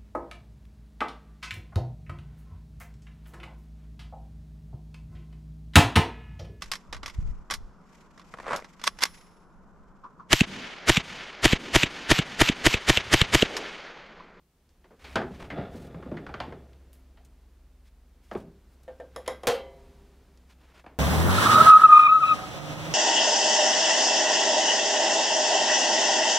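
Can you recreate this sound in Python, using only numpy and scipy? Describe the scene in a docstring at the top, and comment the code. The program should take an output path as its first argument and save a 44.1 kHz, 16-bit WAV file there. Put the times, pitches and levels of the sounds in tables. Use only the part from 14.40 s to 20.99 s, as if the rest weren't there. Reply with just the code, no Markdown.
"""A small workshop, one microphone at the workbench, engines droning far off beyond the walls.
A steel drum shop vacuum clunks onto a wooden cart, which is swung round on rumbling casters.
An elastic cord rubs as it is pulled round the drum, and its steel hook slips in jerks over the
cart's wooden upright. The cord snaps home and the drum wall rings; the hardest blows overload
the microphone."""
import sys
import numpy as np
from scipy import signal
from scipy.fft import rfft, irfft, next_fast_len
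from scipy.io import wavfile

SR = 44100
rng = np.random.default_rng(int(sys.argv[2]) if len(sys.argv) > 2 else 0)


def master_out(mix):
    """Clip the mix to full scale and print it as 16-bit PCM to the path in sys.argv[1]."""
    frames = np.transpose(np.atleast_2d(mix))
    ceiling = np.clip(frames, -1, 1)
    pcm = np.round(ceiling * 32767).astype(np.int16)
    wavfile.write(sys.argv[1], SR, pcm)


N = 290570
TIME = np.arange(N) / SR
AFTER = TIME[:SR]   # time since a blow [s]
BAND_HZ = 88 * 2 ** (np.arange(16) / 2)   # half-octave centres
BANDS = [signal.butter(2, [hz / 2 ** .25, hz * 2 ** .25], "band", fs=SR, output="sos") for hz in BAND_HZ]

# Levels in the tables are relative: each source applies its own gains.
# room tone: (frequency [Hz], level [dB])
AIR_COLOUR = [(15, -27), (25, -15), (38, -6.5), (52, -11), (75, -8), (100, -23), (150, -17.5), (260, -22.5),
              (450, -27), (1000, -33.5), (2500, -40), (5000, -44.5), (16000, -57)]
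# loudness of the room tone: (time [s], level [dB])
AIR_LEVEL = [(0, -68.5), (.62, -60.5), (.66, -53.5), (3.5, -63.5), (5.5, -55), (6.59, -65)]
# the workshop's reverberation: (frequency [Hz], t60 [s])
ROOM_DECAY = [(100, 0.73), (300, 0.48), (800, 0.3), (3000, 0.31), (7000, 0.18), (14000, 0.26)]
# far engine: (time [s], firing rate [Hz], level [dB])
ENGINE_RUN = [(0, 60.3, -66), (.62, 62.9, -72), (.645, 66.4, -49.5), (2.15, 66.5, -48.5), (2.4, 66.13, -50),
              (3.0, 63.7, -52.5), (4.4, 63.5, -56), (4.9, 67.6, -50.5), (5.3, 63.64, -52),
              (6.59, 63.26, -56)]
# its orders, heard indoors: (multiple of the firing rate, level [dB])
ENGINE_HARMONICS = [(1, -1), (2, -25), (4, -19)]

# plastic fittings and cord tick: (time [s], level [dB], centre [Hz], t60 [s])
FITTING_TICKS = [(0.2914, -66, 6030, 0.0098), (2.331, -66.5, 3420, 0.055), (2.531, -53.5, 11880, 0.0063),
                 (2.848, -67, 9000, .11), (4.432, -69, 9660, 0.086), (4.861, -52, 2940, 0.079),
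                 (5.974, -67, 6450, 0.044)]
# spectrum of a tick: (multiple of the centre, level [dB])
TICK_SHAPE = [(.1, -13), (.45, -2.5), (1, 4), (2.5, -14)]
# strokes of cord and sleeve: (start [s], length [s], level [dB], tilt [dB/octave])
RUB_STROKES = [(0.586, 0.16, -55, 0), (0.898, 0.11, -57, -1), (.985, 0.067, -46.5, -3.5),
               (1.305, 0.16, -63, 4.5), (3.426, 0.053, -70.5, 3.5), (3.81, .1, -71, 4),
               (3.904, 0.1, -64, 4), (4.282, 0.056, -76.5, 8), (4.707, .17, -63, -3),
               (6.07, 0.053, -63.5, 1.5), (6.175, 0.17, -64, -1), (6.333, 0.067, -57.5, -1),
               (6.503, 0.1, -59.5, -9)]
# their friction: (frequency [Hz], level [dB])
FRICTION_COLOUR = [(500, 8), (2500, 5.5), (5000, -3), (10000, -12.5), (15000, -20)]
# flutter as they catch: (flutter rate [Hz], level [dB])
CATCH_FLUTTER = [(5, 0), (40, 0), (400, -50)]

# pace of the cart, heard as loudness: (time [s], level [dB])
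CART_PACE = [(0.85, -48), (0.948, -57), (1.196, -46), (1.272, -48.5), (1.75, -50.5), (2.128, -50),
             (2.374, -67), (2.45, -70)]
# rumble of the deck: (frequency [Hz], level [dB])
DECK_RUMBLE = [(40, -9), (80, 2.5), (155, 3), (260, -3.5), (390, -0.5), (600, -15.5), (1200, -77)]
# rattle of the bearings: (frequency [Hz], level [dB])
BEARING_GRIT = [(200, -22.5), (400, -9.5), (620, 6), (1000, -7.5), (1450, -11), (2300, -17.5), (3600, -23),
                (6000, -48), (10000, -78)]
# dull thuds of the cart deck: (time [s], level [dB], hollow resonance [Hz])
DECK_THUDS = [(0.906, -33.5, 183), (1.126, -27.5, 313), (1.18, -22, 635), (1.343, -29.5, 243),
              (1.543, -32, 158), (1.659, -28.5, 513), (1.7154, -25, 350), (1.741, -30, 1320),
              (2.024, -39, 688), (2.079, -32.5, 613), (3.949, -27, 352), (4.072, -43, 157)]
# spectrum of a thud: (frequency [Hz], level [dB])
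DECK_THUD_COLOUR = [(60, -19.5), (200, -2), (800, -13.5), (2500, -30), (9000, -83), (16000, -60)]

# drum and fittings on the cart: (time [s], level [dB], brightness [Hz], hollow resonance [Hz], t60 [s])
DRUM_KNOCKS = [(.442, -52.5, 2200, 392, 0.13), (0.506, -49.5, 1250, 466, 0.2),
               (.642, -47.5, 6200, 2300, 0.45), (.756, -17, 2250, 1480, 0.11),
               (.764, -22, 1200, 840, 0.076), (.779, -30, 2200, 235, 0.13), (0.814, -29, 1390, 354, 0.14),
               (1.102, -35, 2440, 2060, 0.18), (1.545, -42.5, 2010, 510, 0.057),
               (1.625, -40.5, 1722, 1188, .08), (1.715, -35, 1100, 596, 0.046),
               (1.769, -39, 2240, 1950, 0.15), (1.865, -34.5, 2200, 1470, 0.045),
               (1.891, -36, 1600, 790, 0.056), (1.9404, -31, 2400, 1480, 0.059),
               (2.0017, -24.5, 2940, 850, 0.04), (2.123, -35, 1400, 393, 0.074),
               (2.772, -60, 3500, 710, 0.26), (3.913, -29, 1610, 635, .05), (3.951, -28, 1210, 400, 0.067),
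               (3.959, -33.5, 890, 635, 0.078), (6.441, -47, 1500, 700, 0.071),
               (6.463, -37, 2020, 750, 0.028)]
# a perfectly hard contact: (frequency [Hz], level [dB])
HARD_CONTACT = [(60, -22), (200, -7), (800, -1.5), (2500, 0), (4000, 2.5), (6500, -10.5), (16000, -1)]
# heavy loads on the deck: (time [s], level [dB], brightness [Hz])
DECK_LOADS = [(.757, -29.5, 3914), (3.95, -38, 600)]
# cart deck: (frequency [Hz], level [dB], t60 [s])
DECK_MODES = [(122.7, -14.5, 0.21), (175.4, -9.5, 0.43), (245.6, -9, 0.6), (354, -6, 0.25),
              (396, -11, 0.74), (432, -10, 0.15), (489.6, 2.5, 0.11), (650, -1, 0.31), (1041, -5.5, 0.13),
              (1534, -9, 0.14), (1560, -5, 0.15)]

# the hook slips and catches: (time [s], wood ring [dB], brightness [Hz], knock [dB], hook ping [dB])
HOOK_SLIPS = [(4.479, -36.5, 790, -49, -71), (4.6, -39.5, 1100, -49.5, -54),
              (4.761, -36.5, 2250, -45.5, -29), (4.877, -31, 1720, -37.5, -20),
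              (5.033, -52, 1460, -39, -36)]
# wooden upright: (frequency [Hz], level [dB], t60 [s])
UPRIGHT_MODES = [(515, -0.5, 0.25), (656.5, -2, 0.15), (807, -19, 0.073), (1027, -23, .14),
                 (1028, -32, 0.11), (1180, -50, 0.14), (1440, -30, 0.38), (1583, -19, 0.32),
                 (1796, -8.5, 0.1), (1960, -38, 0.17), (2130, -20, 0.076)]
# a knock on the upright: (frequency [Hz], level [dB])
UPRIGHT_KNOCK = [(100, -38), (300, -8.5), (600, 2), (1800, -18), (2600, -11), (4000, -29), (8000, -26),
                 (15000, -40)]
# the crack that excites the hook: (frequency [Hz], level [dB])
HOOK_CRACK = [(100, -30), (1000, -6), (15000, -1)]
# steel hook, damped by the cord: (frequency [Hz], width [Hz], level [dB])
HOOK_MODES = [(1093, 330, 6), (2010, 270, 3.5), (3320, 320, 1), (3740, 330, 0), (5280, 580, -1),
              (6520, 240, -4), (7150, 400, -4), (8630, 300, -8), (9400, 250, -11), (10500, 730, -4),
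              (11000, 310, 0), (13300, 500, -11), (14400, 1500, -21)]
# the cord snaps home and rebounds: (time [s], level [dB])
CORD_SLAPS = [(5.0705, -15), (5.085, -24)]
# spectrum of a slap: (frequency [Hz], level [dB])
SLAP_COLOUR = [(80, -41), (200, -23), (450, 0), (900, 1.5), (1500, -5), (3000, -0.5), (6000, -2),
               (11000, -7.5), (15000, -32)]
# steel drum wall under the cord: (frequency [Hz], level [dB], t60 [s])
DRUM_MODES = [(398, -36, 2.2), (463, -3, 0.22), (485.4, 3.5, 0.19), (532, -15.5, 0.59), (685, -28, 0.99),
              (710, -15, 0.28), (796, -24, 0.53), (944, -45.5, 2.16), (973, -38, 0.95), (1035, 0.5, 0.11),
              (1170, -30.5, 0.56), (1295, -21.5, 0.3), (1420, -25, 0.34), (1600, -39, 0.23),
              (1746, -27, 0.35), (2046, -29, 0.62), (1980, -37, 0.45), (2245, -29.5, 0.51),
              (2650, -33, 0.073), (2866, -5, 0.079), (2700, -18, 0.27), (3040, -29, 0.44),
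              (3200, -28.5, 0.44), (3210, -18, 0.15), (4000, -39, 0.6), (5250, -29, 0.17)]


def amp(db):
    """Decibels to gain."""
    return 10 ** (np.asarray(db) / 20)


def unit(x):
    """Scale to rms 1."""
    return x / np.sqrt(np.mean(x ** 2) + 1e-20)


def in_time(rows):
    """Each column of a curve, at every sample."""
    times, *columns = np.transpose(rows)
    return [np.interp(TIME, times, column) for column in columns]


def at_hz(points, hz):
    """Read a table on a log-frequency axis."""
    frequencies, values = np.transpose(points)
    return np.interp(np.log(np.maximum(hz, 1)), np.log(frequencies), values)


def coloured(x, spectrum):
    """Give a steady sound a spectrum; rms 1."""
    size = next_fast_len(N)
    gain = amp(at_hz(spectrum, np.fft.rfftfreq(size, 1 / SR)))
    return unit(irfft(rfft(x, size) * gain, size)[:N])


def dying(t60):
    """Exponential decay after a blow."""
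    return np.exp(-np.log(1000) * AFTER / max(t60, 1e-3)) + 1e-12


def swell(start_s, length_s, attack_s, release_s):
    """Rise, hold until the length is over, then fade."""
    rise = np.clip((TIME - start_s) / attack_s, 0, 1)
    return rise * np.clip(1 - (TIME - start_s - length_s) / release_s, 0, 1) ** 2


def add(track, s, sound):
    """Mix a sound in at time s."""
    start = max(round(s * SR), 0)
    track[start:start + len(sound)] += sound[:N - start]


def resonate(x, hz, width_hz):
    """One resonance, gain 1 at its top."""
    return signal.lfilter(*signal.iirpeak(hz, hz / width_hz, fs=SR), x)


def hollow(blow, hz, boost_db, sharpness):
    """The struck part adds a broad resonance of its own."""
    return blow + amp(boost_db) * resonate(blow, hz, hz / sharpness)


def burst(colour, t60, room_db):
    """Crowded modes of a blow: half-octave noise that dies fast, lows last, then the room's tail."""
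    out, white = np.zeros(SR), rng.standard_normal((2, SR))
    for k, (hz, band) in enumerate(zip(BAND_HZ, BANDS)):
        direct = dying(t60 * (1000 / hz) ** 0.25)   # t60 holds at 1 kHz
        room = amp(room_db) * dying(at_hz(ROOM_DECAY, hz))
        envelope = np.hypot(direct, room)
        part = signal.sosfilt(band, white[k % 2] * envelope)
        out += amp(at_hz(colour, hz)) * unit(part) * np.sqrt(np.mean(envelope ** 2))
    return out


def ring(modes, bright_hz, scatter_db, diffuse, reflections_s=0.0038):
    """Struck modes; a soft contact misses the high ones, and as reflections arrive each one wavers."""
    out = np.zeros(SR)
    arrived = 1 - np.exp(-(AFTER / reflections_s) ** 2)
    for hz, db, t60 in modes:
        strength = amp(db + scatter_db * rng.standard_normal()) / np.hypot(1, hz / bright_hz)
        knots = rng.standard_normal((2, 100))
        real, imag = (np.interp(AFTER, np.linspace(0, 1, len(k)), k) for k in knots)
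        waver = 1 + diffuse * arrived * (real + 1j * imag)
        swing = waver * np.exp(2j * np.pi * hz * AFTER)
        out += rng.choice([-1, 1]) * strength * dying(t60) * swing.imag
    return out * np.minimum(1, 10 * (1 - AFTER))   # fade over the last 0.1 s


def room_tone():
    """The workshop's air: low noise that steps up at 0.64 s, as the hum enters, then varies slowly."""
    return amp(in_time(AIR_LEVEL)[0]) * coloured(rng.standard_normal(N), AIR_COLOUR)


def far_engines(deep_hz=42, deep_db=-55.5):
    """Far outside: only the lowest engine orders pass the walls; a deeper drone swells and fades."""
    firing_hz, db = in_time(ENGINE_RUN)
    phase = 2 * np.pi * np.cumsum(firing_hz) / SR
    engine = sum(amp(db + order_db) * np.sin(order * phase) for order, order_db in ENGINE_HARMONICS)
    deep_level = amp(deep_db) * swell(2.52, 1.42, attack_s=0.38, release_s=0.66)
    return engine + deep_level * np.sin(2 * np.pi * deep_hz * TIME)


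def fitting_ticks():
    """Light, dry touches of the fittings, each in a range of its own."""
    out = np.zeros(N)
    for s, db, centre_hz, t60 in FITTING_TICKS:
        colour = [(multiple * centre_hz, db + level_db) for multiple, level_db in TICK_SHAPE]
        add(out, s, burst(colour, t60, room_db=-16))
    return out


def rubbing(catch_db=2.0):
    """Braided cord and cloth slide over steel and wood in short strokes, catching unevenly."""
    catching = coloured(rng.standard_normal(N), CATCH_FLUTTER)
    friction, out = rng.standard_normal(N), np.zeros(N)
    for s, length_s, db, tilt in RUB_STROKES:
        colour = [(hz, level_db + tilt * np.log2(hz)) for hz, level_db in FRICTION_COLOUR]
        out += amp(db) * swell(s, length_s, attack_s=.03, release_s=.05) * coloured(friction, colour)
    return amp(catch_db * catching) * out


def casters(bumps_per_s=900, spread_db=3, rumble_db=2, grit_db=-4.5, swivel_db=12, room_db=-21):
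    """Wheels meet many small bumps: the deck rumbles and the bearings rattle, both following the pace."""
    pace = amp(in_time(CART_PACE)[0]) * swell(.8, 1.66, attack_s=0.072, release_s=0.64)
    sizes = amp(spread_db * np.minimum(rng.exponential(1, N), 3)) * rng.choice([-1, 1], N)
    bumps = sizes * (rng.random(N) < bumps_per_s / SR)
    rumble = amp(rumble_db) * coloured(bumps, DECK_RUMBLE)
    one_rattle = rng.standard_normal(SR) * (dying(t60=0.022) + amp(room_db) * dying(t60=0.97))
    rattle = signal.fftconvolve(bumps, one_rattle)[:N]
    # the casters grind harder while they turn into line
    swivel = swell(1.121, 0.13, attack_s=0.045, release_s=0.11)
    grit = amp(grit_db + swivel_db * swivel) * coloured(rattle, BEARING_GRIT)
    return pace * (rumble + grit)


def deck_thuds(gain_db=-8):
    """Dull, hollow thuds of the cart deck, while it rolls and under later knocks."""
    out = np.zeros(N)
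    for s, db, hollow_hz in DECK_THUDS:
        blow = burst(DECK_THUD_COLOUR, t60=.055, room_db=-8)
        add(out, s, amp(db + gain_db) * hollow(blow, hollow_hz, boost_db=7.5, sharpness=11.4))
    return out


def drum_knocks(gain_db=-8, loss_db_per_octave=16.5):
    """The drum lands and rocks; softer contacts are duller, and heavy ones set the deck ringing."""
    out = np.zeros(N)
    for s, db, bright_hz, hollow_hz, t60 in DRUM_KNOCKS:
        octaves_above = np.log2(1 + (BAND_HZ / bright_hz) ** 4) / 4   # soft knee at the brightness
        band_db = at_hz(HARD_CONTACT, BAND_HZ) - loss_db_per_octave * octaves_above
        blow = burst(list(zip(BAND_HZ, band_db)), t60, room_db=-12.5)
        add(out, s, amp(db + gain_db) * hollow(blow, hollow_hz, boost_db=5.5, sharpness=7))
    for s, db, bright_hz in DECK_LOADS:
        add(out, s, amp(db) * ring(DECK_MODES, bright_hz, scatter_db=3, diffuse=0.2))
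    return out


def hook_slips():
    """The tightening cord jerks the hook along: at each catch the wood rings and the steel pings."""
    out = np.zeros(N)
    for s, ring_db, bright_hz, knock_db, ping_db in HOOK_SLIPS:
        add(out, s, amp(ring_db) * ring(UPRIGHT_MODES, bright_hz, scatter_db=2.5, diffuse=0.81))
        add(out, s, amp(knock_db) * burst(UPRIGHT_KNOCK, t60=0.15, room_db=-6))
        crack = amp(ping_db) * burst(HOOK_CRACK, t60=0.016, room_db=-19)
        for hz, width_hz, db in HOOK_MODES:
            add(out, s, amp(db) * resonate(resonate(crack, hz, width_hz), hz, width_hz))
    return out


def cord_snap(ring_db=-14):
    """The cord slaps the drum and rebounds; the steel wall rings on from the first slap."""
    out = np.zeros(N)
    for s, db in CORD_SLAPS:
        add(out, s, amp(db) * burst(SLAP_COLOUR, t60=0.057, room_db=-17))
    wall = ring(DRUM_MODES, bright_hz=9250, scatter_db=1.5, diffuse=0.5)
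    add(out, CORD_SLAPS[0][0], amp(ring_db) * wall)
    return out


def scene(hiss_db=-76.5):
    """All sources reach one microphone; each of the two channels has its own trace of hiss."""
    blows = drum_knocks() + deck_thuds() + fitting_ticks() + hook_slips() + cord_snap()
    mono = blows + casters() + rubbing() + room_tone() + far_engines()
    return mono + amp(hiss_db) * rng.standard_normal((2, N))


def record(dry, ceiling=.104, cutoff_hz=15750):
    """Hard blows overload the microphone and are flattened; the top of the treble is cut."""
    clipped = dry / (1 + (dry / ceiling) ** 6) ** (1 / 6)
    lowpass = signal.firwin(255, cutoff_hz, fs=SR)
    return signal.fftconvolve(clipped, lowpass[None], "same")


dry = scene()
out = record(dry)
master_out(out)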